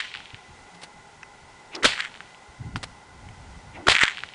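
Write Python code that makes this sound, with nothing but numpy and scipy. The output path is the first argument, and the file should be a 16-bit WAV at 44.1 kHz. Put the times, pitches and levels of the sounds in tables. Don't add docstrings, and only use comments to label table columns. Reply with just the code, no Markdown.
import sys
import numpy as np
from scipy import signal
from scipy.fft import rfft, irfft
from scipy.io import wavfile
from scipy.ndimage import uniform_filter1d

SR = 44100
rng = np.random.default_rng(int(sys.argv[2]) if len(sys.argv) > 2 else 0)


def digitize_waveform(pressure):
    field = np.atleast_2d(pressure).T
    bounded = np.clip(field, -1, 1)
    quanta = np.round(bounded * 32767).astype(np.int16)
    wavfile.write(sys.argv[1], SR, quanta)


N = 191589
T = np.arange(N) / SR
TOP_HZ = 10100


def undb(db):
    return 10 ** (np.asarray(db) / 20)


def unit(x):
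    return x / np.sqrt(np.mean(x ** 2))


def noise():
    return rng.standard_normal(N)


def ring(x, hz, width_hz):
    b, a = signal.iirpeak(min(hz, SR / 3), hz / min(width_hz, SR / 4), fs=SR)
    return signal.lfilter(b, a, x + 1e-18)


def dull(x, hz):
    low_pass = signal.butter(2, min(hz, SR / 3), fs=SR, output="sos")
    return signal.sosfilt(low_pass, x + 1e-18)


def colour(x, spectrum):
    size = 4096
    hz, db = np.transpose(spectrum)
    bin_hz = np.arange(size // 2 + 1) * SR / size
    log_gain = np.log(undb(np.interp(np.log(bin_hz + 1), np.log(hz), db)))
    cepstrum = irfft(log_gain)[:size // 2]
    cepstrum[1:] *= 2
    response = irfft(np.exp(rfft(cepstrum, size)))
    return unit(signal.fftconvolve(x, response)[:N])


def walk(rate):
    step = int(SR / rate)
    held = np.repeat(rng.standard_normal(N // step + 2), step)
    return unit(uniform_filter1d(held, step)[:N])


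def grains(rate, spread_db):
    size = undb(spread_db * np.clip(noise(), -2, 2)) * np.sign(noise())
    return size * (rng.random(N) < rate / SR)


def bursts(rows, rise_s=0.00073):
    power = np.zeros(N)
    for s, db, hold, t60 in rows:
        near = slice(int(s * SR), int((s + hold + t60) * SR))
        age = T[near] - s
        fall_db = 60 * np.maximum(age - hold, 0) / t60
        power[near] += (undb(db - fall_db) * np.clip(age / rise_s, 0, 1)) ** 2
    return np.sqrt(power)


def swell(s, db, width):
    return undb(db) * np.exp(-((T - s) / width) ** 2 / 2)


def n_wave(s, length, rebound=1):
    u = (T - s) / length
    return ((1 + rebound) * u - 1) * ((u >= 0) & (u < 1))


# start_s, level_db, length_s, first_pitch_hz, last_pitch_hz
TIP_CHIRPS = [(1.824, -23, 0.0043, 890, 2800), (1.841, -10, 0.00496, 830, 1940),
              (3.869, -10.5, 0.0032, 1070, 1700), (3.8798, -5, 0.0051, 578, 2270)]


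def tip_chirps():
    out = np.zeros(N)
    for s, db, length, first_hz, last_hz in TIP_CHIRPS:
        u = np.clip((T - s) / length, 0, 1)
        pitch_hz = first_hz * (last_hz / first_hz) ** u * (u > 0)
        phase = 2 * np.pi * np.cumsum(pitch_hz) / SR
        out += undb(db) * np.sin(np.pi * u ** 2) * np.sin(phase)
    return out


# start_s, peak_db, length_s
PRESSURE_JUMPS = [(1.8457, 0, 0.00032), (1.8521, -8, 0.0002), (1.857, -7.5, 0.0005),
                  (3.8834, -16.5, 0.0027), (3.8862, 3, 0.00077), (4.0356, -6, 0.0008)]


def pressure_jumps():
    return sum(undb(db) * n_wave(s, length, rebound=0.49) for s, db, length in PRESSURE_JUMPS)


# start_s, level_db, hold_s, fall_by_60_db_s
TEARS = [(1.830, -24, 0.01, 0.014), (1.845, -10.5, 0.0136, 0.031), (3.868, -25, 0.0092, 0.01),
         (3.880, -20, 0.0046, 0.011), (3.884, -9.5, 0.0037, 0.0073)]
# pitch_hz, relative_level_db
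TEAR_COLOUR = [(60, -12), (200, -11.5), (330, 0.5), (420, -29), (520, 0.5), (850, -10), (1050, -11.5),
               (1400, 1), (2000, 0), (2800, -3.5), (3800, -1), (5000, -11), (7500, -15.5), (10000, -24)]


def torn_air():
    return bursts(TEARS) * colour(grains(6000, spread_db=3), TEAR_COLOUR)


# start_s, level_db, hold_s, fall_by_60_db_s
SCATTER = [(1.860, -20.5, 0.0071, 0.31), (3.888, -19.5, 0.008, 0.054), (3.897, -16, 0.026, 0.096)]
# pitch_hz, relative_level_db
SCATTER_COLOUR = [(100, -7), (250, -17.5), (500, -11), (850, -5.5), (1250, -3.5), (1700, -3), (2400, 0),
                  (3600, 0.5), (4700, -4), (6000, -15), (7700, -12.5), (10000, -23.5)]


def grass_scatter():
    tufts = grains(5000, spread_db=4)
    return bursts(SCATTER) * colour(tufts, SCATTER_COLOUR)


def cracks():
    return tip_chirps() + pressure_jumps() + torn_air() + grass_scatter()


def slope_echo(s, db, rise_s, t60):
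    return undb(db - 60 * np.maximum((s - T) / rise_s, (T - s) / t60))


def slap(s, delay, hz):
    narrowed = ring(n_wave(s, SLAP_S), hz, 0.41 * hz)
    dulled = dull(narrowed, 2160 / delay)
    return dulled / np.abs(dulled).max()


def crackle(rate, spectrum, spread_db):
    copy_s = 0.001586
    u = np.arange(int(copy_s * SR)) / (copy_s * SR)
    chirp = np.sin(np.pi * u ** 2 * copy_s * TOP_HZ)
    copies = signal.fftconvolve(grains(rate, spread_db), chirp)[:N]
    return colour(unit(copies) + 0.14 * noise(), spectrum)


# ground_db, bank_db, scrub_db, bluff_db
THROWS = [(-.146, 1, -12, -16, 1.5, -14), (1.8556, 1.06, -15, -11.5, -9, -8.5),
          (3.886, 0.936, -0.5, -1, 0.5, -0.5)]
ZONES = ("ground", "bank", "scrub", "bluff")
# zone, delay_of_peak_s, level_db, rise_by_60_db_s, fall_by_60_db_s
SLOPES = [("ground", 0.079, -18.5, 0.19, 0.053), ("bank", 0.1356, -13, 0.087, 0.14),
          ("bank", 0.1924, -23, 0.13, 0.19)]
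# zone, delay_s, peak_db, centre_pitch_hz
FACES = [("ground", .066, 2.5, 2220), ("ground", .079, 0, 1980), ("ground", .082, -4.5, 1900),
         ("ground", .099, -5, 1880), ("ground", .1055, -3.5, 2270), ("bank", .122, -8, 1900),
         ("bank", .142, -9, 2370), ("bank", .1487, 4, 1950), ("bank", .1513, -1, 3800),
         ("bank", .168, -8, 1900), ("bank", .1945, -7, 2000), ("scrub", .262, -27, 2200),
         ("scrub", .2865, -19, 2600), ("scrub", .2965, -20, 1550), ("scrub", .304, -23, 3100),
         ("scrub", .3185, -24, 2900), ("scrub", .403, -28, 3100), ("scrub", .451, -30, 2600),
         ("scrub", .491, -25, 2700), ("bluff", .350, -12.5, 1500)]
# pitch_hz, relative_level_db
ECHO_COLOUR = [(200, -34), (550, -31), (950, -12), (1350, -5.5), (1900, 0.5), (2400, -8), (3300, -9),
               (4100, -23.5), (5000, -27), (7200, -22.5), (9900, -36)]
# pitch_hz, relative_level_db
SCRUB_COLOUR = [(300, -60), (1300, -18), (2200, 2), (3000, 4.5), (3900, 0.5), (5200, -10), (9900, -26)]
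SCRUB_DB, SCRUB_DELAY_S, SCRUB_RISE_S, SCRUB_T60_S = -39, 0.13, 0.12, 1.21
SLAP_S = 0.00023
SLAP_TAIL_DB, SLAP_TAIL_T60_S = -24, 0.09


def echoes():
    slaps, crackle_power, hiss_power = np.zeros((3, N))
    for crack_s, _, *zone_db in THROWS:
        aim_db = dict(zip(ZONES, zone_db))
        for zone, delay, db, rise_s, t60 in SLOPES:
            crackle_power += slope_echo(crack_s + delay, db + aim_db[zone], rise_s, t60) ** 2
        scrub_db = SCRUB_DB + aim_db["scrub"]
        hiss_power += slope_echo(crack_s + SCRUB_DELAY_S, scrub_db, SCRUB_RISE_S, SCRUB_T60_S) ** 2
        for zone, delay, face_db, hz in FACES:
            s, db = crack_s + delay, face_db + aim_db[zone]
            if 0 < s < T[-1] - SLAP_S:
                slaps += undb(db) * slap(s, delay, hz)
                crackle_power += bursts([(s, db + SLAP_TAIL_DB, 0, SLAP_TAIL_T60_S)]) ** 2
    slopes = np.sqrt(crackle_power) * crackle(1400, ECHO_COLOUR, spread_db=6)
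    scrub = np.sqrt(hiss_power) * crackle(2500, SCRUB_COLOUR, spread_db=1.5)
    return slaps + slopes + scrub


def eddy(s, db, width, hz, share):
    narrow = ring(ring(noise(), hz, share * hz), hz, share * hz)
    return swell(s, db, width) * unit(narrow)


# lead_before_crack_s, level_db, swell_width_s, pitch_hz, filter_width_as_share_of_pitch
THONG = [(0.12, -42.5, 0.013, 2400, 0.45), (.09, -41, 0.023, 800, 0.88), (0.068, -41, 0.037, 338, 0.43),
         (0.0068, -28, 0.0076, 401, 0.16)]


def thong_swishes():
    out = np.zeros(N)
    for crack_s, speed, *_ in THROWS:
        speed_db = 69 * np.log10(speed)
        for lead, db, width, hz, share in THONG:
            out += eddy(crack_s - lead / speed, db + speed_db, width / speed, hz * speed, share)
    return out


# centre_s, level_db, swell_width_s, pitch_hz, filter_width_as_share_of_pitch
WHISTLES = [(.79, -47.5, 0.042, 176.5, 0.057), (1.7525, -32.5, 0.0027, 2700, 1.2),
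            (1.753, -24.5, 0.0017, 4980, .12), (1.762, -37, 0.0035, 4180, 0.46)]


def whistles():
    return sum(eddy(*row) for row in WHISTLES)


# start_s, level_db, hold_s, fall_by_60_db_s
RUSTLES = [(.745, -47.5, 0.0038, 0.054), (.815, -44, 0.011, 0.059), (.832, -37, 0.0068, 0.052),
           (2.760, -37, 0.0031, 0.078), (2.829, -32, 0.011, 0.042)]
# pitch_hz, relative_level_db
RUSTLE_COLOUR = [(88, -31), (150, -7), (792, -6.5), (1070, -5.5), (2260, -5.5), (2840, -6.5), (4330, -6.5),
                 (5930, -14.5), (9860, -17), (12800, -84), (21700, -120)]


def rustles():
    return bursts(RUSTLES, rise_s=0.001) * colour(grains(3000, spread_db=3.5), RUSTLE_COLOUR)


# start_s, peak_db, tautness_as_pitch_factor
FLICKS = [(1.231, -25.5, 1.96), (1.234, -30, 1.55), (2.759, -14.5, 1.1), (2.766, -24.5, 0.94),
          (3.288, -35.5, 2.33)]
# pitch_hz, width_hz, relative_level_db
LEATHER = [(960, 200, 5), (1310, 180, 6), (1560, 150, -12), (3460, 2100, 5)]


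def leather_flicks():
    out = np.zeros(N)
    for s, db, taut in FLICKS:
        blow = dull(n_wave(s, 0.00035), 3600)
        flick = sum(undb(mode_db) * ring(blow, taut * hz, width) for hz, width, mode_db in LEATHER)
        out += undb(db) * flick / np.abs(flick).max()
    return out


def lash():
    return rustles() + thong_swishes() + whistles() + leather_flicks()


# pitch_hz, relative_level_db
WIND_COLOUR = [(20, 0.5), (85, -1), (260, -5), (400, -13), (900, -59)]
# time_s, level_db
GUST = [(2.55, -62), (2.57, -66), (2.598, -40.5), (2.69, -33), (2.708, -40), (2.772, -34.5), (2.786, -42),
        (3.062, -61), (3.268, -44.5), (3.328, -46), (3.578, -44.5), (3.618, -55), (3.652, -44.5),
        (3.82, -48.5)]
# centre_s, level_db, swell_width_s
PUFFS = [(0.342, -37.5, .005), (.515, -48.5, 0.021), (1.435, -52, 0.016), (2.5, -44.5, 0.009),
         (2.614, -40, 0.0059)]
SOFT_WIND_DB, SOFT_WIND_HZ, HARD_WIND_DB, HARD_WIND_HZ = -46, 78, -37, 121


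def buffeting(hz, width_hz):
    return unit(ring(colour(noise(), WIND_COLOUR), hz, width_hz))


def wind():
    flutter = undb(-63 + 3 * walk(14)) * buffeting(72, 310)
    gust_db = np.interp(T, *np.transpose(GUST), left=-np.inf, right=-np.inf)
    gust = undb(gust_db + 2 * walk(30))
    strength = gust + sum(swell(*puff) for puff in PUFFS)
    hard = np.interp(strength, undb([SOFT_WIND_DB, HARD_WIND_DB]), [0, 1])
    low = buffeting(SOFT_WIND_HZ, 0.84 * SOFT_WIND_HZ)
    high = buffeting(HARD_WIND_HZ, 0.84 * HARD_WIND_HZ)
    return flutter + strength * (np.sqrt(1 - hard) * low + np.sqrt(hard) * high)


# pitch_hz, width_hz, level_db
WHIRR = [(395.7, 50, -65.5), (750, 91, -62.5), (827, 26, -60), (893, 91, -60.5), (1030, 31, -63),
         (1428, 135, -61), (2012, 85, -59)]


def camera_whirr():
    out = np.zeros(N)
    for hz, width, db in WHIRR:
        filter_hz = 1.25 * width
        out += undb(db) * unit(ring(ring(noise(), hz, filter_hz), hz, filter_hz))
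    return out


# pitch_hz, relative_level_db
AIR = [(25, -16), (70, -9), (170, -3), (300, -8), (520, -5), (830, -4.5), (1200, -8), (1750, -10.5),
       (2400, -11), (4000, -14.5), (7000, -17.5), (9900, -22.5)]


def open_air():
    return undb(-52.5 + 0.66 * walk(6.04)) * colour(noise(), AIR)


def scene():
    return (cracks() + echoes() + lash() + wind() + camera_whirr() + open_air())[None]


def record(dry):
    limit = np.where(dry > 0, .66, .88)
    clipped = dry / (1 + (dry / limit) ** 4) ** (1 / 4)
    bass_cut = signal.butter(1, 18, "high", fs=SR, output="sos")
    treble_cut = signal.ellip(12, .2, 85, TOP_HZ, fs=SR, output="sos")
    return signal.sosfilt(treble_cut, signal.sosfilt(bass_cut, clipped))


dry = scene()
out = record(dry)
digitize_waveform(out)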